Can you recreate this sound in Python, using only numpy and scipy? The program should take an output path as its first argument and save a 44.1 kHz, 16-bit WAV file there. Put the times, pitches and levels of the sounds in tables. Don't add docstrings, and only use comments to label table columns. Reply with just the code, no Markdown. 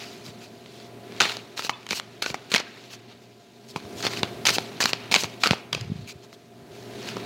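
import sys
import numpy as np
from scipy import signal
from scipy.io import wavfile
from scipy.ndimage import uniform_filter1d

SR = 44100
rng = np.random.default_rng(int(sys.argv[2]) if len(sys.argv) > 2 else 0)


def to_wav(s):
    ch = np.atleast_2d(s).T
    pcm = np.round(np.clip(ch, -1, 1) * 32767)
    wavfile.write(sys.argv[1], SR, pcm.astype(np.int16))


N = 319769


def gain_of(db):
    return 10 ** (np.asarray(db) / 20)


def evened(x):
    return x / np.sqrt(np.mean(x ** 2) + 1e-20)


def read(points, hz):
    f, value = np.transpose(points)
    return np.interp(np.log(hz + 1), np.log(f + 1), value)


def follow(rows):
    s, *columns = np.transpose(rows)
    return [np.interp(np.arange(N) / SR, s, c, c[0], c[-1]) for c in columns]


def add(mix, s, sound):
    part = mix[round(s * SR):][:len(sound)]
    part += sound[:len(part)]


def wander(rate):
    steps = rng.standard_normal(int(N / SR * rate) + 2)
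    return evened(np.interp(np.arange(N) / SR * rate, np.arange(len(steps)), steps))


def filtered(x, order, hz, kind="low"):
    return signal.sosfilt(signal.butter(order, hz, kind, fs=SR, output="sos"), x)


# t/s, level/dB (before the gains of wash and hum)
ROOM_TONE_LEVEL = [(0.0, -49.5), (0.7, -53), (1.23, -46.5), (1.69, -55), (2.44, -53), (3.51, -58.5),
                   (3.78, -51.5), (3.94, -44.5), (4.16, -43), (4.9, -47), (5.33, -48), (5.94, -55),
                   (6.5, -56.5), (6.95, -45), (7.25, -43)]
# f/Hz, relative density/dB per Hz
WASH_COLOUR = [(18, -60), (60, -62), (100, 1), (160, -13.5), (220, 0), (310, -13), (390, 1.5), (450, -14.5),
               (600, -12), (695, -5.5), (760, -18.5), (1460, -21.5), (2480, -23), (6000, -32),
               (16000, -39.5)]
# f/Hz, level/dB at a room tone of -48 dB
HUM_TONES = [(118.4, -52), (236.9, -55.5), (285.3, -58.5), (355.3, -60.5), (409.1, -53), (468.3, -63),
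             (527.6, -62.5), (592.2, -63), (699.8, -56), (829.0, -67.5), (872.1, -69), (1001, -65),
             (1384, -77), (1588, -69.5)]


def room_tone(wash_db=4, hum_db=48, waver_db=2, blur_hz=2.41):
    frames, hz = N // 256 + 5, np.fft.rfftfreq(1024, 1 / SR)
    real, imaginary = rng.standard_normal((frames, 513, 2)).T
    spectra = (real + 1j * imaginary) * gain_of(read(WASH_COLOUR, hz)[:, None])
    wash = evened(signal.istft(spectra, nperseg=1024, noverlap=768)[1][:N])

    hum = np.zeros(N)
    for f, db in HUM_TONES:
        level = gain_of(db + waver_db * wander(rate=11))
        phase = 2 * np.pi * np.cumsum(f + blur_hz * wander(rate=15)) / SR
        hum += level * np.sin(phase)
    both = gain_of(wash_db) * wash + np.sqrt(2) * gain_of(hum_db) * hum
    return gain_of(follow(ROOM_TONE_LEVEL)[0]) * both


# centre t/s, envelope peak level/dB, f/Hz,
# width between the points 9.8 dB below the peak/ms (3 ms at least)
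AIR_PUFFS = [(0.291, -35, 140.2, 12), (1.219, -32.5, 151.2, 14.4), (1.919, -30, 221.8, 9.9),
             (2.308, -26, 172.3, 7.1), (2.544, -22, 206.7, 12), (3.765, -28.5, 152, 13),
             (3.85, -35, 110, 12), (3.96, -37, 110, 12), (4.044, -33, 200, 6.3), (4.233, -17, 194, 5.7),
             (4.35, -35, 110, 12), (4.513, -25.5, 160, 6.3), (4.857, -24, 220, 11),
             (5.123, -27, 211.5, 9.3), (5.169, -29, 188, 8), (5.246, -26, 134, 8.8), (5.469, -29, 220, 15),
             (5.512, -9.5, 178, 6.1), (5.735, -28.5, 158, 12), (5.765, -27.5, 143, 13),
             (5.82, -26.5, 116, 25), (5.855, -26.5, 141, 6.2), (5.876, -32, 117, 26),
             (5.901, -20, 141, 6.1), (5.92, -13.5, 169, 5.6), (5.959, -26, 156, 9.3), (5.993, -28, 145, 14),
             (6.009, -27, 123, 4.9), (6.025, -34, 106, 27), (6.064, -37, 167, 5.7), (6.158, -33, 110, 7.8),
             (6.624, -36, 142, 4.9), (6.709, -37, 129, 4.9), (7.17, -34.5, 198, 11.4)]


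def puffs(sharp=1.13, wake_db=-3, wake_hz=130):
    t, out = np.arange(-1800, 1800) / SR, np.zeros(N)
    for (s, db, hz, ms), turn in zip(AIR_PUFFS, rng.random(len(AIR_PUFFS))):
        envelope = gain_of(db - 9.8 * abs(2000 * t / max(ms, 3)) ** sharp)
        add(out, s + t[0], envelope * np.cos(2 * np.pi * (hz * t + turn)))
    rumble = evened(filtered(rng.standard_normal(N), 2, wake_hz))
    nearby_strength = uniform_filter1d(abs(out), size=2500)
    return out + gain_of(wake_db) * nearby_strength * rumble


# f/Hz, time to fall 60 dB/s
ROOM_DECAY = [(200, 0.38), (600, 0.55), (1400, 0.62), (3700, 0.38), (10000, 0.18)]


def walls(x):
    taps = np.zeros(SR // 2)
    at = np.arange(160, len(taps) - 20, 20)
    taps[at + rng.integers(0, 20, len(at))] = rng.choice([-1., 1.], len(at))
    hz, t, spectra = signal.stft(taps, SR, nperseg=256)
    decay = gain_of(-60 * t / read(ROOM_DECAY, hz)[:, None])
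    tail = signal.istft(spectra * decay, SR, nperseg=256)[1]
    return signal.fftconvolve(x, tail / np.linalg.norm(tail))[:N]


def resonate(x, hz, width):
    turn = np.exp(2j * np.pi * np.cumsum(hz * np.ones(len(x))) / SR)
    r = np.exp(-np.pi * width / SR)
    return 2 * (turn * signal.lfilter([1 - r], [1, -r], x / turn + 1e-18)).real


# f/Hz, width/Hz, level/dB
DECK_MODES = [(828, 400, -2.5), (1355, 385, 1.5), (2340, 1030, 1), (3316, 670, 3), (4144, 885, 2.5),
              (6620, 2190, -2.5), (11100, 11000, -17.5)]


def deck(x):
    return sum((-1) ** k * gain_of(db) * resonate(x, hz, width)
               for k, (hz, width, db) in enumerate(DECK_MODES))


def patchy(x, depth_db):
    spectra = signal.stft(x, nperseg=256)[2]
    field = uniform_filter1d(rng.standard_normal(spectra.shape), size=4, axis=0)
    field = uniform_filter1d(field, size=6, axis=1)
    return evened(signal.istft(spectra * gain_of(depth_db * evened(field)), nperseg=256)[1][:N])


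# t/s, level/dB, fade/dB per s,
# smoothness as treble lift/dB, air pocket between the packets f/Hz, its strength/dB
PACKET_SCUFFS = [(0.0, -40.5, 69, -2, 4650, -2.5), (1.204, -14, 600, -10, 1380, 2.5),
                 (1.222, -24.5, 152, -9, 3600, -14), (1.693, -30, 900, 2, 1110, -2),
                 (2.221, -23, 900, 0, 1390, 1), (2.342, -35, 900, -1, 2220, -6),
                 (2.517, -28.5, 294, -2, 2230, -14), (3.76, -35, 600, 5.5, 930, 5),
                 (4.23, -36, 210, -25, 2685, -4), (4.453, -22, 157, 4, 6250, -9),
                 (4.584, -39.5, 230, 0, 853, -5), (4.803, -23, 198.5, 2, 3120, -2),
                 (4.93, -32, 400, -23, 4300, -11), (5.113, -24, 150, -2, 4260, -7),
                 (5.434, -20.5, 185, -7.5, 1310, 2), (5.509, -27.5, 430.5, -9, 4750, -7),
                 (5.726, -35, 133, -13, 4570, -5)]
SCUFF_RISE_S = 0.00051
TAIL_DB, TAIL_DB_PER_S, TAIL_LIFT_DB = -20, 120, -19
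RUSTLE_POCKET_HZ, RUSTLE_POCKET_DB = 3660, -17


def scuff_strokes():
    strokes = []
    for s, db, fade, lift, hz, strength in PACKET_SCUFFS:
        u = np.maximum(np.arange(N) / SR - s, 0)
        rise = np.minimum(u / SCUFF_RISE_S, 1) * gain_of(db)
        strokes.append((rise * gain_of(-fade * u), lift, hz, strength))
        tail = rise * gain_of(TAIL_DB - TAIL_DB_PER_S * u)
        strokes.append((tail, TAIL_LIFT_DB, hz, RUSTLE_POCKET_DB))
    return strokes


# start t/s, length/s, peak level/dB,
# smoothness as treble lift/dB, air pocket f/Hz
PACKET_GLIDES = [(0.227, 0.089, -46, 7, 4400), (0.395, .085, -49.5, 5, 2400), (0.623, 0.3, -53.5, 4, 3500),
                 (1.26, .097, -40.5, 14, 5400), (1.56, 0.064, -35, 6.5, 4370),
                 (1.615, 0.074, -34.5, 7, 2550), (1.888, 0.061, -34, 8, 2400),
                 (1.925, 0.084, -33.5, 17, 2600), (2.228, 0.11, -39, 6, 2660),
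                 (2.497, 0.022, -41.5, 16, 1640), (2.534, .045, -25, -5, 2350), (2.57, .05, -31, -20, 4650),
                 (2.826, .06, -54.5, 2, 4500), (2.894, 0.076, -44, 5, 4887), (3.08, 0.066, -53, -10, 3608),
                 (3.21, .04, -60, 10, 4500), (3.674, .055, -44.5, 37, 5600),
                 (3.952, 0.091, -40.5, 12, 3360), (4.026, 0.067, -26.5, -8, 4230),
                 (4.079, 0.1, -37, -2, 2920), (4.143, 0.078, -35.5, -4, 2820),
                 (4.523, 0.051, -24.5, 14, 2600), (4.863, 0.058, -34, 7, 2524),
                 (5.135, .04, -31, -17, 2480), (5.172, .065, -29, 25, 5200), (5.227, .04, -36.5, 2, 4340),
                 (5.4, 0.049, -39.5, 14, 3620), (6.065, 0.072, -42, 10, 2310), (6.221, 0.044, -52, 0, 860),
                 (6.317, 0.045, -53.5, 18, 3450), (6.68, 0.18, -54.5, 3, 3540), (7.043, .09, -42, 1, 4270)]


def glide_strokes(sharp=1.2, pocket_db=-8):
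    strokes = []
    for s, length, db, lift, hz in PACKET_GLIDES:
        progress = np.clip((np.arange(N) / SR - s) / length, 0, 1)
        arch = abs(np.sin(np.pi * progress)) ** sharp
        strokes.append((gain_of(db) * arch, lift, hz, pocket_db))
    return strokes


# t/s, level/dB, smoothness as treble lift/dB
HELD_RUSTLE = [(0.2, -58, 2), (0.55, -59.5, 4), (1.0, -62.5, -20), (1.2, -46, -6), (1.5, -57.5, -10),
               (1.86, -57, -4), (2.2, -56.5, -10), (2.49, -55, -8), (2.63, -51, -14), (2.89, -53, -5),
               (3.0, -58, -16), (3.3, -63.5, 0), (3.62, -61.5, 4), (3.8, -54, -1), (3.93, -55.5, 12),
               (4.4, -54, -8), (4.75, -50.5, -8), (5.05, -47, -30), (5.3, -53.5, -3), (5.65, -66.5, -13),
               (6.0, -55.5, -5), (6.2, -63, -2), (6.68, -67, 10), (6.94, -51.5, -4), (7.05, -44.5, -5.5),
               (7.25, -44.5, -25)]


def rubbing():
    rustle_db, rustle_lift_db = follow(HELD_RUSTLE)
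    best = gain_of(rustle_db) ** 2
    total, lift_db, pocket_db = best, best * rustle_lift_db, best * RUSTLE_POCKET_DB
    pocket_hz = np.full(N, float(RUSTLE_POCKET_HZ))
    for level, lift, hz, strength in scuff_strokes() + glide_strokes():
        power = level ** 2
        pocket_hz = np.where(power > best, hz, pocket_hz)
        best = np.maximum(power, best)
        total = total + power
        lift_db = lift_db + power * lift
        pocket_db = pocket_db + power * strength
    return 10 * np.log10(total), lift_db / total, pocket_hz, pocket_db / total


def slide(level_db, lift_db, pocket_hz, pocket_db, catches_per_s=5000, spread_db=3., hiss_db=0.,
          split_hz=3500, flutter_db=1.0, pocket_width_hz=400):
    strengths = gain_of(spread_db * np.minimum(rng.exponential(1, N), 5))
    catches = strengths * (rng.random(N) < catches_per_s / SR) * rng.choice([-1, 1], N)
    drive = evened(catches) + gain_of(hiss_db) * rng.standard_normal(N)
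    rub = patchy(deck(drive), depth_db=2.)

    low = evened(filtered(rub, 2, split_hz))
    high = evened(filtered(rub, 2, split_hz, "high"))
    tilted = (low - gain_of(lift_db) * high) / np.hypot(1, gain_of(lift_db))

    pocket = resonate(drive, pocket_hz, pocket_width_hz)
    pocket = evened(resonate(pocket, pocket_hz, pocket_width_hz))
    both = (tilted + gain_of(pocket_db) * pocket) / np.hypot(1, gain_of(pocket_db))
    return gain_of(level_db + flutter_db * wander(rate=150) + 0.34 * wander(rate=10)) * both


# t/s, peak level/dB
PALM_THUDS = [(1.204, -24), (1.2174, -18), (1.2546, -22), (1.3688, -29.5), (1.5934, -26), (1.6478, -23.5),
              (1.6949, -33), (1.9118, -22), (1.9301, -23), (2.2246, -27), (2.2616, -19.5), (2.3011, -23),
              (2.3436, -24), (2.5175, -22.5), (2.5399, -16), (2.5466, -18), (2.5585, -24), (2.579, -27),
              (2.601, -22.5), (3.7608, -18.5), (3.852, -34), (4.03, -29), (4.0505, -16), (4.0665, -16.5),
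              (4.2319, -12), (4.4862, -18), (4.4912, -22), (4.504, -18.5), (4.567, -22), (4.5836, -19.5),
              (4.8044, -21), (4.8235, -21), (4.84, -19.5), (4.857, -28), (4.893, -28), (4.9322, -20),
              (5.1135, -26), (5.1236, -26), (5.141, -18.5), (5.1573, -19), (5.1639, -17), (5.235, -19.5),
              (5.4589, -18), (5.468, -16.5), (5.509, -12.5), (5.5325, -16.5), (5.729, -21.5),
              (5.7482, -21.5), (5.7768, -28), (7.1679, -19.5)]


def thuds(thud_hz=480, thud_ms=2.83):
    t, out = np.arange(2000) / SR, np.zeros(N)
    push = np.sin(2 * np.pi * thud_hz * t) * gain_of(-20 * 1000 * t / thud_ms)
    for s, db in PALM_THUDS:
        add(out, s, gain_of(db) * push / abs(push).max())
    return out


STRAY_TRIES_PER_S, STRAY_MS = 70, 1.75
STRAY_SPREAD_DB = 12.5
STRAY_LOW_HZ, STRAY_HIGH_HZ = 1370, 5800


def strays(level_db, loud_db=-60):
    rows = []
    for when, extra, pitch in rng.random((int(N / SR * STRAY_TRIES_PER_S), 3)):
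        at = when * (N - 1)
        rub_db = level_db[int(at)]
        if rub_db > loud_db:
            hz = STRAY_LOW_HZ * (STRAY_HIGH_HZ / STRAY_LOW_HZ) ** pitch
            rows.append((at / SR, rub_db + STRAY_SPREAD_DB * extra, hz, STRAY_MS))
    return rows


# t/s, peak level/dB, flap pitch one length after the strike f/Hz,
# length in which the flap falls 14 dB/ms (0.6 ms at least)
EDGE_FLICKS = [(0.6603, -31, 3700, 2.6), (0.8005, -33, 4310, 2.8), (1.1218, -29.5, 2200, 1.9),
               (1.1644, -32, 4340, 1.5), (1.203, -2, 2638, 3.1), (1.207, -2, 1404, 1.7),
               (1.2173, -4.5, 3870, 0.96), (1.236, -18, 3510, 1.6), (1.249, -21, 3290, 1.4),
               (1.2542, -13.5, 1790, 2.6), (1.296, -16, 1400, 2.4), (1.3688, -19.5, 3950, 2.4),
               (1.5769, -19, 3780, 3.5), (1.5934, -17.5, 1300, 6.7), (1.6225, -20, 4450, 1.7),
               (1.6483, -19, 3930, 2.2), (1.6948, -7.5, 826, 4.4), (1.699, -20, 820, 1.6),
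               (1.714, -36, 1003, 14), (1.726, -35, 990, 18), (1.727, -38, 2570, 30),
               (1.735, -34.5, 3470, 23), (1.83, -37, 2500, 2), (1.8658, -25.5, 2990, 4.2),
               (1.8895, -22, 4020, 3.8), (1.9077, -12.5, 2200, 2.8), (1.9109, -18, 2344, 2.9),
               (1.9217, -16, 4130, 2.1), (1.9301, -13.5, 2270, 3.8), (1.975, -25, 900, 2.5),
               (1.998, -14.5, 4070, 1.4), (2.2202, -24, 2880, 4.7), (2.2244, -7.5, 4230, 2.6),
               (2.2421, -20, 1420, 4.5), (2.2613, -14, 1480, 7), (2.3014, -21, 2340, 6.1),
               (2.3436, -12, 740, 4.1), (2.5173, -16, 4230, 2), (2.5357, -19, 1650, 1.7),
               (2.5406, -1.5, 2100, 0.9), (2.5469, -4, 1900, 2.3), (2.5593, -9, 2200, 10.8),
               (2.5615, -7.5, 5040, 2.2), (2.5636, -10, 2100, 2.9), (2.5799, -11.5, 4230, 5.6),
               (2.601, -20, 4300, 2.5), (2.668, -40, 1590, 24), (3.7605, -14, 800, 2.1),
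               (3.7615, -19, 4000, 2.2), (3.801, -32, 1000, 5), (3.852, -34, 1010, 4.5),
               (4.005, -25, 1450, 1.97), (4.0293, -16, 1550, 1), (4.0505, -17, 4500, 1.8),
               (4.0669, -10.5, 3550, 2.7), (4.0264, -17.5, 6350, 1.04), (4.1349, -17, 1960, 1.7),
               (4.172, -18.5, 2500, 3.5), (4.2314, -8, 3500, 2.9), (4.2322, -9.5, 2800, 3.5),
               (4.4535, -6.5, 4740, 3.4), (4.4558, -13, 3120, 1.1), (4.467, -3, 3080, 1.7),
               (4.47, -4.5, 6230, 3.6), (4.4732, -10.5, 4000, 0.83), (4.479, -15, 2630, 1.7),
               (4.4859, -8, 2194, 3.8), (4.4912, -5.5, 4670, 2.4), (4.494, -6.5, 4420, 1.3),
               (4.4996, -12, 3700, 1.7), (4.504, -10, 4200, 5), (4.5583, -20, 2450, 3),
               (4.5836, -6.5, 780, 1.9), (4.8044, -8, 1686, 6.8), (4.8112, -10.5, 4560, 3.2),
               (4.8159, -23, 2540, 5.3), (4.8225, -11, 6930, 3.3), (4.8266, -11, 2390, 7.9),
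               (4.8393, -9.5, 4720, 3.4), (4.8562, -5.5, 4330, 3.9), (4.893, -15.5, 808, 1.8),
               (4.9327, -4.5, 3670, 0.42), (5.1138, -18, 2580, 5), (5.1242, -9, 2590, 2.6),
               (5.1416, 0.5, 2410, 2.6), (5.1494, -5, 2230, 4.4), (5.1576, -5, 2700, 1.7),
               (5.1611, -1, 2320, 4.5), (5.1639, -7, 2450, 1.2), (5.1703, -27, 4570, 2.1),
               (5.236, -12, 5880, 2.6), (5.2425, -13, 870, 2.8), (5.436, -2.5, 2400, 3.5),
               (5.4476, -19, 1250, 6.5), (5.4589, -10, 1280, 5.1), (5.467, -10, 4600, 2.7),
               (5.4724, -6.5, 4470, 3.9), (5.509, -2.5, 2710, 1.05), (5.5327, -13, 820, 3.2),
               (5.729, -10, 3200, 5), (5.7482, -12, 2540, 5.1), (5.8106, -24.5, 4930, 4.3),
               (6.3286, -33.5, 2044, 2.5), (7.074, -27, 2820, 3), (7.088, -19.5, 2700, 5.5),
               (7.1679, -21, 982, 6.1)]
CLEAN_RING, LONG_MS, LONG_RING = 0.47, 11, 0.86
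EDGE_RISE_MS = 0.34


def flicks(rows, sag=0.054, crack_share=0.69, dull=2.3):
    t, out = np.arange(2000) / SR, np.zeros(N)
    noise = rng.standard_normal((len(rows), len(t)))
    modes = deck(signal.unit_impulse(len(t)))
    rise = np.minimum(1000 * t / EDGE_RISE_MS, 1)
    for (s, db, hz, ms), grit in zip(rows, noise):
        u = 1000 * t / max(ms, .6)
        clean = CLEAN_RING if ms < LONG_MS else LONG_RING
        soften = signal.butter(1, min(dull * hz, SR / 2.2), fs=SR)
        burst = signal.lfilter(*soften, grit * gain_of(-20 * u / crack_share))
        crack = signal.fftconvolve(burst, modes)[:len(t)]
        pitch = hz * (1 + sag * min(1, 5 / ms) * (1 - np.minimum(u, 2)))
        flap = np.sin(2 * np.pi * np.cumsum(pitch) / SR) * gain_of(-14 * u)
        ring = rise * ((1 - clean) * evened(crack) + clean * evened(flap))
        add(out, s, gain_of(db) * ring / abs(ring).max())
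    return out


def scene():
    rub = rubbing()
    edges = flicks(EDGE_FLICKS) + flicks(strays(rub[0])) + thuds()
    cards = edges + slide(*rub) + gain_of(-18.5) * walls(edges)
    cards = filtered(cards, 2, 130, "high")
    return (room_tone() + puffs() + cards)[None]


def record(dry, top_hz=15900):
    thin = filtered(np.clip(dry, -.97, .97), 4, 70, "high")
    band_limit = signal.firwin(511, top_hz, window=("kaiser", 9), fs=SR)
    return signal.oaconvolve(thin, band_limit[None], "same")


dry = scene()
out = record(dry)
to_wav(out)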